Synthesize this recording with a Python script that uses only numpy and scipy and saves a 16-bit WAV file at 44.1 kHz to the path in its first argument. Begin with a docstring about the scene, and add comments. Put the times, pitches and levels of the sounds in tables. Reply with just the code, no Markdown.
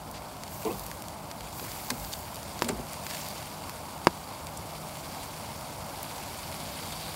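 """Fat hisses and spits as meat sizzles on wire racks over an outdoor wood fire and tongs turn it.
Logs pop, the tongs knock the racks, a few steps thud, and a far road-like roar with two faint hums lies behind.
The sizzle, spits and sputters are shaped noise; the pops are decaying tones with splinter noise.
Knocks are roughened resonances, thuds and the squeak short tones, the roar smooth noise.
One small microphone stands close to the fire."""
import sys
import numpy as np
from scipy import signal
from scipy.fft import rfft, irfft
from scipy.io import wavfile
from scipy.ndimage import uniform_filter1d

SR = 44100
rng = np.random.default_rng(int(sys.argv[2]) if len(sys.argv) > 2 else 0)


def voltage_ratio(level):
    """Linear amplitude factor for a level in decibels (scalar or array-like)."""
    return 10 ** (np.asarray(level, float) / 20)


def wav_record(signal):
    """Record a signal, one row per channel, as 16-bit PCM in the file named by sys.argv[1]."""
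    frames = np.transpose(np.atleast_2d(signal))
    bounded = np.clip(frames, -1, 1)
    # unit amplitude maps onto the largest positive 16-bit level
    quanta = np.round(bounded * 32767).astype(np.int16)
    wavfile.write(sys.argv[1], SR, quanta)


N = 315315


def evened(x):
    """Scales to rms 1."""
    return x / np.sqrt(np.mean(x ** 2) + 1e-20)


def read(points, hz):
    """Reads a spectrum on a log-frequency axis."""
    f, value = np.transpose(points)
    return np.interp(np.log(hz + 1), np.log(f + 1), value)


def add(mix, start_s, sound):
    """Mixes a sound in at a time."""
    part = mix[round(start_s * SR):][:len(sound)]
    part += sound[:len(part)]


def resonate(x, hz, width_hz):
    """A resonance of gain 1: shifts its pitch to zero, smooths, and shifts back."""
    turn = np.exp(2j * np.pi * hz * np.arange(len(x)) / SR)
    r = np.exp(-np.pi * width_hz / SR)
    return 2 * (turn * signal.lfilter([1 - r], [1, -r], x / turn)).real


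def coloured(x, spectrum):
    """Gives a sound a spectrum, causally (minimum phase), so clicks stay sharp; evens it to rms 1."""
    level_db = np.maximum(read(spectrum, abs(np.fft.fftfreq(4096, 1 / SR))), -90)
    log_gain = np.log(voltage_ratio(level_db))
    taps = np.fft.ifft(np.exp(log_gain - 1j * signal.hilbert(log_gain).imag)).real[:2048]
    return evened(signal.oaconvolve(x, taps)[:N])


def patchy(patchy_db, flicker_db, size):
    """Noise with drifting patches and a flicker shared by all frequencies."""
    frames, bins = 4 * N // size + 8, size // 2 + 1
    a, b, patches = rng.standard_normal((frames, bins, 3)).T
    patches = uniform_filter1d(patches, size=10, axis=0)  # across frequency
    patches = evened(uniform_filter1d(patches, size=12, axis=1))  # across time
    flicker = evened(uniform_filter1d(rng.standard_normal(frames), size=4))
    z = (a + 1j * b) * voltage_ratio(patchy_db * patches + flicker_db * flicker)
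    return evened(signal.istft(z, nperseg=size, noverlap=3 * size // 4)[1][:N])


def gush(start_s, length_s, rise_s):
    """Swells in, holds, and dies away with a time constant of 0.15 s."""
    t = np.arange(N) / SR - start_s
    return np.clip(t / rise_s, 0, 1) * np.exp(-np.maximum(t - length_s, 0) / 0.15)


def bell(hz, octaves):
    """A band that has fallen 6 dB at this many octaves from its centre."""
    return [(hz * 2 ** (k * octaves), -6 * k ** 2) for k in np.arange(-7, 8) / 2]


def bubble_puffs():
    """Bubbles of fat burst at random in runs, each a short puff of noise."""
    clumps = voltage_ratio(5.5 * evened(uniform_filter1d(rng.standard_normal(N), size=900)))
    chance, size, sign = rng.random(N), rng.exponential(1, N), rng.standard_normal(N)
    bursts_per_s = 160 * clumps
    clicks = (chance < bursts_per_s / SR) * voltage_ratio(2.0 * np.minimum(size, 3))
    return signal.lfilter([1], [1, -np.exp(-1 / (0.00015 * SR))], clicks) * sign


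# how hard the fat fries as pieces are lifted, turned and laid down: (time_s, level_db)
FRY_LEVELS = [(0, -54.5), (.2, -53), (.45, -51.5), (.7, -50), (.95, -50), (1.2, -53), (1.52, -50),
              (1.68, -45), (1.85, -47.5), (2.25, -49.5), (2.5, -48), (2.8, -49.5), (2.95, -46.5),
              (3.45, -48), (4.1, -50), (4.6, -50), (4.85, -47.5), (5.2, -47), (5.8, -48), (6.2, -46),
              (7.15, -44)]


def fry_gain():
    """The strength of the frying over time; more heat on wet fat is a louder hiss."""
    return voltage_ratio(np.interp(np.arange(N) / SR, *np.transpose(FRY_LEVELS)))


# spectrum of the frying fat: (pitch_hz, level_db per Hz, relative)
FAT_SPECTRUM = [(880, -29), (1500, -1), (1900, -5.5), (2260, -1.5), (2980, -2), (4410, -3), (5400, -2.5),
                (6200, -6), (6800, -5.5), (7260, -6), (9100, -3.5), (13000, -8), (15600, -15.5)]


def frying(puffs):
    """Many small bursts merge into a dense hiss, with clumped spatter over it."""
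    # drops are larger than the fizz, so they sound duller
    duller = [(hz, db - 1.26 * np.log2(hz / 4000)) for hz, db in FAT_SPECTRUM]
    fizz = coloured(patchy(1.4, 1.0, size=256), FAT_SPECTRUM)
    return fizz + voltage_ratio(-7.0) * coloured(puffs, duller)


# spectrum of thin steam jets: (pitch_hz, level_db per Hz, relative)
STEAM_SPECTRUM = [(3530, -15), (6000, 2.5), (8880, 3), (10800, 1.5), (12300, 9.5), (14800, 4.5),
                  (15600, 8.5)]
# steam jets open and close: (start_s, length_s, level_db)
STEAM_JETS = [(0.482, 0.33, -44.5), (1.523, .36, -43.5), (1.946, 0.23, -44.5), (2.33, .1, -60),
              (3.006, 0.21, -46)]
STEAM_SHARE_DB, JET_RISE_S = -6, 0.034  # steady steam against the frying level; opening time


def steam(puffs, frying_gain):
    """Thin jets of steam hiss high: a steady part and passing jets, summed as power."""
    jets = sum((voltage_ratio(db) * gush(s, length, JET_RISE_S)) ** 2 for s, length, db in STEAM_JETS)
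    gain = np.sqrt((frying_gain * voltage_ratio(STEAM_SHARE_DB)) ** 2 + jets)
    hiss = patchy(1.8, 0.83, size=256) + voltage_ratio(-6) * evened(puffs)
    return gain * coloured(hiss, STEAM_SPECTRUM)


# juice runs onto hot metal: (start_s, length_s, level_db, centre_hz, width_octaves, rise_s)
JUICE_DRIPS = [(3.062, 0.15, -43, 3240, 1.7, 0.035), (6.352, .9, -51, 3740, 0.44, 0.47)]


def drips(puffs):
    """Juice on hot metal hisses in lower, strongly flickering bands."""
    bubbling = patchy(1.4, 3.9, size=256) + voltage_ratio(-13.5) * evened(puffs)
    out = np.zeros(N)
    for s, length, db, hz, octaves, rise in JUICE_DRIPS:
        out += voltage_ratio(db) * gush(s, length, rise) * coloured(bubbling, bell(hz, octaves))
    return out


def sizzle():
    """Bursting bubbles of fat are heard in the frying, the steam and the drips together."""
    puffs, gain = bubble_puffs(), fry_gain()
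    return gain * frying(puffs) + steam(puffs, gain) + drips(puffs)


# fat spits and small cracks:
# (start_s, level_db per 8 kHz of band at the onset, brightness_db per octave, t60_s)
FAT_SPITS = [(.1129, -47.5, 11.5, .012), (.4358, -35, -1.5, 0.015), (.4787, -41.5, 1, 0.027),
             (.6505, -38, 1, 0.027), (.7959, -39, 7.5, 0.0091), (.8653, -38, 6, 0.01),
             (.9145, -38, 0, .006), (1.0226, -35.5, 1.5, 0.0058), (1.0842, -37.5, 1, .009),
             (1.3139, -35, -3, .016), (1.4081, -39, -2.5, .013), (1.5286, -42.5, 2, .011),
             (1.5965, -37.5, -5.5, .025), (1.718, -34, -1, 0.01), (1.869, -38, -3, .012),
             (1.903, -27, 0, .015), (1.9046, -25, -2, 0.026), (1.999, -43, 3, .01), (2.048, -37, -1, 0.013),
             (2.345, -39, 3.5, .012), (2.358, -36, 2, .01), (2.368, -40, -4.5, .012), (2.431, -39, 0, .01),
             (2.5922, -36.5, -1, .022), (2.6147, -38, -1, 0.01), (2.6448, -32.5, -2, 0.04),
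             (2.6852, -41, 9.5, 0.025), (2.6888, -30.5, -5.5, 0.065), (2.9332, -37, 5, 0.016),
             (2.9416, -39, -5, .012), (3.0667, -30.5, -3.5, 0.013), (3.1109, -35.5, -6.5, 0.019),
             (3.1368, -44, -9, .012), (3.2865, -38, 7, 0.0089), (3.6955, -35.5, -6, .007),
             (4.0476, -42, 5, .012), (4.0708, -28.5, -6, 0.035), (4.4697, -36.5, 0.5, .012),
             (6.1818, -37, -3, 0.02)]
# lower, middle and upper points of a spit's spectrum [Hz]
SPIT_POINTS_HZ = (1300, 4900, 12500)
SPIT_BULGE_DB = 6  # how far the middle stands out


def spit(db, tilt_db, t60):
    """A tick and a sharp puff of noise, each spit with its own brightness."""
    t = np.arange(2048) / SR
    puff = rng.standard_normal(2048) * voltage_ratio(-60 * t / max(t60, .003))
    puff[0] = -7.5  # the skin of the bubble snaps
    low_hz, mid_hz, high_hz = SPIT_POINTS_HZ
    low_db = db - SPIT_BULGE_DB + tilt_db * np.log2(low_hz / mid_hz)
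    high_db = db - SPIT_BULGE_DB + tilt_db * np.log2(high_hz / mid_hz)
    colour = [(low_hz / 4, low_db - 2), (low_hz, low_db), (mid_hz, db),
              (high_hz, high_db), (SR / 2, high_db - 14)]
    size = voltage_ratio(read(colour, abs(np.fft.fftfreq(2048, 1 / SR))))
    size *= np.sqrt(SR / 2 / 8000)  # level per 8 kHz to full-band level
    causal = size * np.exp(-1j * signal.hilbert(np.log(size)).imag)
    return np.fft.ifft(np.fft.fft(puff) * causal).real


# wet sputters without a snap: (start_s, level_db rms while held, centre_hz, width_octaves, length_s)
WET_SPUTTERS = [(.14, -48.5, 3270, 1, 0.043), (.9148, -40.5, 1840, 0.27, 0.0018),
                (2.1225, -41, 4470, 0.98, 0.005), (2.130, -34, 5500, 1, 0.0018),
                (2.1345, -33.5, 4150, 0.75, 0.0043), (2.689, -31.5, 7850, 0.28, .004),
                (3.6956, -36, 13500, 0.46, .001), (4.572, -38.5, 7900, 0.63, 0.005),
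                (6.0296, -31.5, 11500, 1, 0.0019)]
SPUTTER_T60_S = 0.0087


def sputter(db, hz, octaves, length):
    """A wet burst of noise in one band, held briefly."""
    t = np.arange(2048) / SR
    gain = voltage_ratio(read(bell(hz, octaves), np.fft.rfftfreq(2048, 1 / SR)))
    band = evened(irfft(rfft(rng.standard_normal(2048)) * gain))
    return voltage_ratio(db - 60 * np.maximum(t - length, 0) / SPUTTER_T60_S) * band


# logs pop: (start_s, ring peak level_db, brightness_db per octave, splinter_db against the ring peak)
LOG_POPS = [(2.6214, -5.5, 7, -23), (4.0706, 5, 7, -49)]
# ringing modes of a log, before the brightness tilt: (pitch_hz, level_db, t60_s)
LOG_MODES = [(133, -16, 0.22), (178, 10.5, 0.083), (245, 4.5, 0.042), (340, 14, 0.038), (519, 20.5, 0.0064),
             (744, 6.5, 0.0093), (933, 10, 0.017), (1065, -23, 0.08), (1586, -15, 0.037),
             (1750, -19, 0.032), (1790, -54, 0.051), (2590, -5.5, 0.0074), (3400, -7, 0.0043),
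             (5040, -7, 0.0064)]


def pop(db, tilt_db, splinter_db):
    """A pocket of gas bursts: a suck of pressure rings the log, then bounces dully off the ground."""
    t = np.arange(6000) / SR
    ring = np.zeros(len(t))
    for hz, level, t60 in LOG_MODES:
        mode_db = level + tilt_db * np.log2(hz / 1000) - 60 * t / t60
        ring += voltage_ratio(mode_db) * np.cos(2 * np.pi * hz * t)
    ring = -np.convolve(ring, np.hanning(9))[:len(t)]  # softened onset, sign turned over
    # a small burst moves little deep bass
    ring = signal.lfilter(*signal.butter(2, 70, "high", fs=SR), ring)
    ring /= abs(ring).max()
    echo = np.zeros(len(t))
    add(echo, .0063, -.2 * uniform_filter1d(ring, size=24, mode="constant", origin=11))
    splinters = voltage_ratio(splinter_db - 60 * t / 0.041) * rng.standard_normal(len(t))
    return voltage_ratio(db) * (ring + echo + splinters)


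# tongs knock or drag a rack: (start_s, level_db rms during contact, rattle length_s, t60_s, pitch_factor)
TONG_KNOCKS = [(.649, -28.5, 0.03, 0.05, 1.035), (.686, -31.5, 0.011, 0.1, 0.83),
               (.7, -35.5, .012, 0.12, 1.1), (.71, -40.5, 0.018, 0.23, 0.46),
               (1.605, -42, 0.036, 0.15, 0.56), (1.902, -30, 0.0031, .03, 2.43),
               (1.91, -34.5, 0.011, 0.21, .56), (2.63, -36, 0.063, 0.48, .55),
               (2.692, -29.5, 0.014, 0.06, 0.91), (2.705, -35, 0.014, 0.24, 0.493),
               (2.785, -35, 0.011, 0.083, 0.587), (4.59, -31.5, 0.005, 0.042, 0.36),
               (4.655, -54, 0.0087, 0.07, 0.32)]
# rack wire modes at pitch factor 1: (pitch_hz, level_db, width_hz of each of two resonance passes)
RACK_MODES = [(220, -4.5, 170), (303, -5.5, 38), (427.4, 4, 50), (657, -1.5, 180), (867, -3.5, 140),
              (952, -9.5, 130), (2100, -13.5, 1600)]


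def knock(db, length, t60, pitch):
    """A short rattle of contacts keeps the rack's wires ringing: steady tones roughened by noise."""
    t = np.arange(SR // 3) / SR
    drive, phase = rng.standard_normal(len(t)), 2 * np.pi * rng.random()
    rings = np.zeros(len(t))
    for hz, level, width_hz in RACK_MODES:
        mode_hz, mode_width_hz = hz * pitch, width_hz * pitch
        once = resonate(drive, mode_hz, mode_width_hz)
        rough = evened(resonate(once, mode_hz, mode_width_hz))
        # narrow modes of short, tight wires hold their tone
        steady = 100 * pitch / width_hz * np.sin(2 * np.pi * mode_hz * t + phase)
        rings += voltage_ratio(level) * evened(rough + steady)
    shape = np.minimum(t / 0.0034, 1) * voltage_ratio(-60 * np.maximum(t - length, 0) / t60)
    return voltage_ratio(db) * evened(rings) * shape


# metal slips on wire: (start_s, peak level_db, start_hz, end_hz, length_s)
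WIRE_SQUEAKS = [(.698, -43, 2500, 2750, .022)]


def squeak(db, start_hz, end_hz, length):
    """Metal slipping on wire gives a tiny rising whistle."""
    hz = np.linspace(start_hz, end_hz, round(length * SR))
    return voltage_ratio(db) * np.sin(2 * np.pi * np.cumsum(hz) / SR) * np.hanning(len(hz))


# footfalls on earth, before the microphone: (start_s, peak level_db, pitch_hz, length_s)
FOOT_THUDS = [(.72, -43, 51, 0.22), (1.36, -43, 53, 0.15), (1.95, -39, 53, .15), (2.7, -40, 54.4, 0.17)]


def thud(db, hz, length):
    """The ground swings briefly at one low pitch."""
    t = np.arange(round(length * SR)) / SR
    return voltage_ratio(db) * np.sin(2 * np.pi * hz * t) * np.sin(np.pi * t / length) ** 2


# spectrum of the distant roar: (pitch_hz, level_db per Hz, relative)
ROAR_SPECTRUM = [(20, -30), (45, -5), (65, -3), (90, 0.5), (130, -3.5), (180, -5), (278, -6.5), (405, -12),
                 (543, -8), (598, -4), (929, -4), (1420, -14.5), (1750, -25.5), (2200, -30), (2860, -32)]
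ROAR_MIDWAY_DB, ROAR_RISE_DB_PER_S = -42, 0.26  # rms level halfway through, and its climb


def roar():
    """Far-off, smooth noise that slowly nears by growing louder."""
    swell = voltage_ratio(ROAR_MIDWAY_DB + ROAR_RISE_DB_PER_S * (np.arange(N) - N / 2) / SR)
    return swell * coloured(patchy(0.57, 0.5, size=2048), ROAR_SPECTRUM)


# faint distant hums: (pitch_hz, level_db rms, width_hz of the wavering part)
FAINT_HUMS = [(156, -54, 3), (202, -59, 3)]


def hums():
    """Steady tones made to waver by narrow noise at the same pitch."""
    out = np.zeros(N)
    for hz, db, width_hz in FAINT_HUMS:
        steady = np.sqrt(2) * np.sin(2 * np.pi * hz * np.arange(N) / SR)
        waver = evened(resonate(rng.standard_normal(N), hz, width_hz))
        out += voltage_ratio(db) * evened(1.94 * steady + waver)
    return out


def scene():
    """The fire and racks close by in the open air, the roar and hums far behind."""
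    mix = sizzle() + roar() + hums()
    events = ((FAT_SPITS, spit), (WET_SPUTTERS, sputter), (LOG_POPS, pop),
              (TONG_KNOCKS, knock), (WIRE_SQUEAKS, squeak), (FOOT_THUDS, thud))
    for table, source in events:
        for start_s, *row in table:
            add(mix, start_s, source(*row))
    return mix[None]


def roll_off(x):
    """The treble ends steeply here."""
    return signal.sosfilt(signal.butter(12, 16660, fs=SR, output="sos"), x)


# microphone housing resonances, added to the direct sound: (pitch_hz, level_db, width_hz)
HOUSING_MODES = [(2150, -5, 250), (4600, -1.5, 280), (7200, -6, 300)]


def record(dry):
    """One small microphone: housing resonances and bass roll-off; then a low-pass at 15.8 kHz and clipping."""
    direct = dry[0]
    x = direct + sum(voltage_ratio(db) * resonate(direct, hz, width_hz) for hz, db, width_hz in HOUSING_MODES)
    x = signal.sosfilt(signal.butter(2, 38, "high", fs=SR, output="sos"), x)
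    lowpass = signal.firwin(1023, 15780, window=("kaiser", 7), fs=SR)
    x = signal.oaconvolve(x, lowpass, "same")
    finished = np.clip(x, -1, 1)[None]
    return roll_off(finished)


dry = scene()
out = record(dry)
wav_record(out)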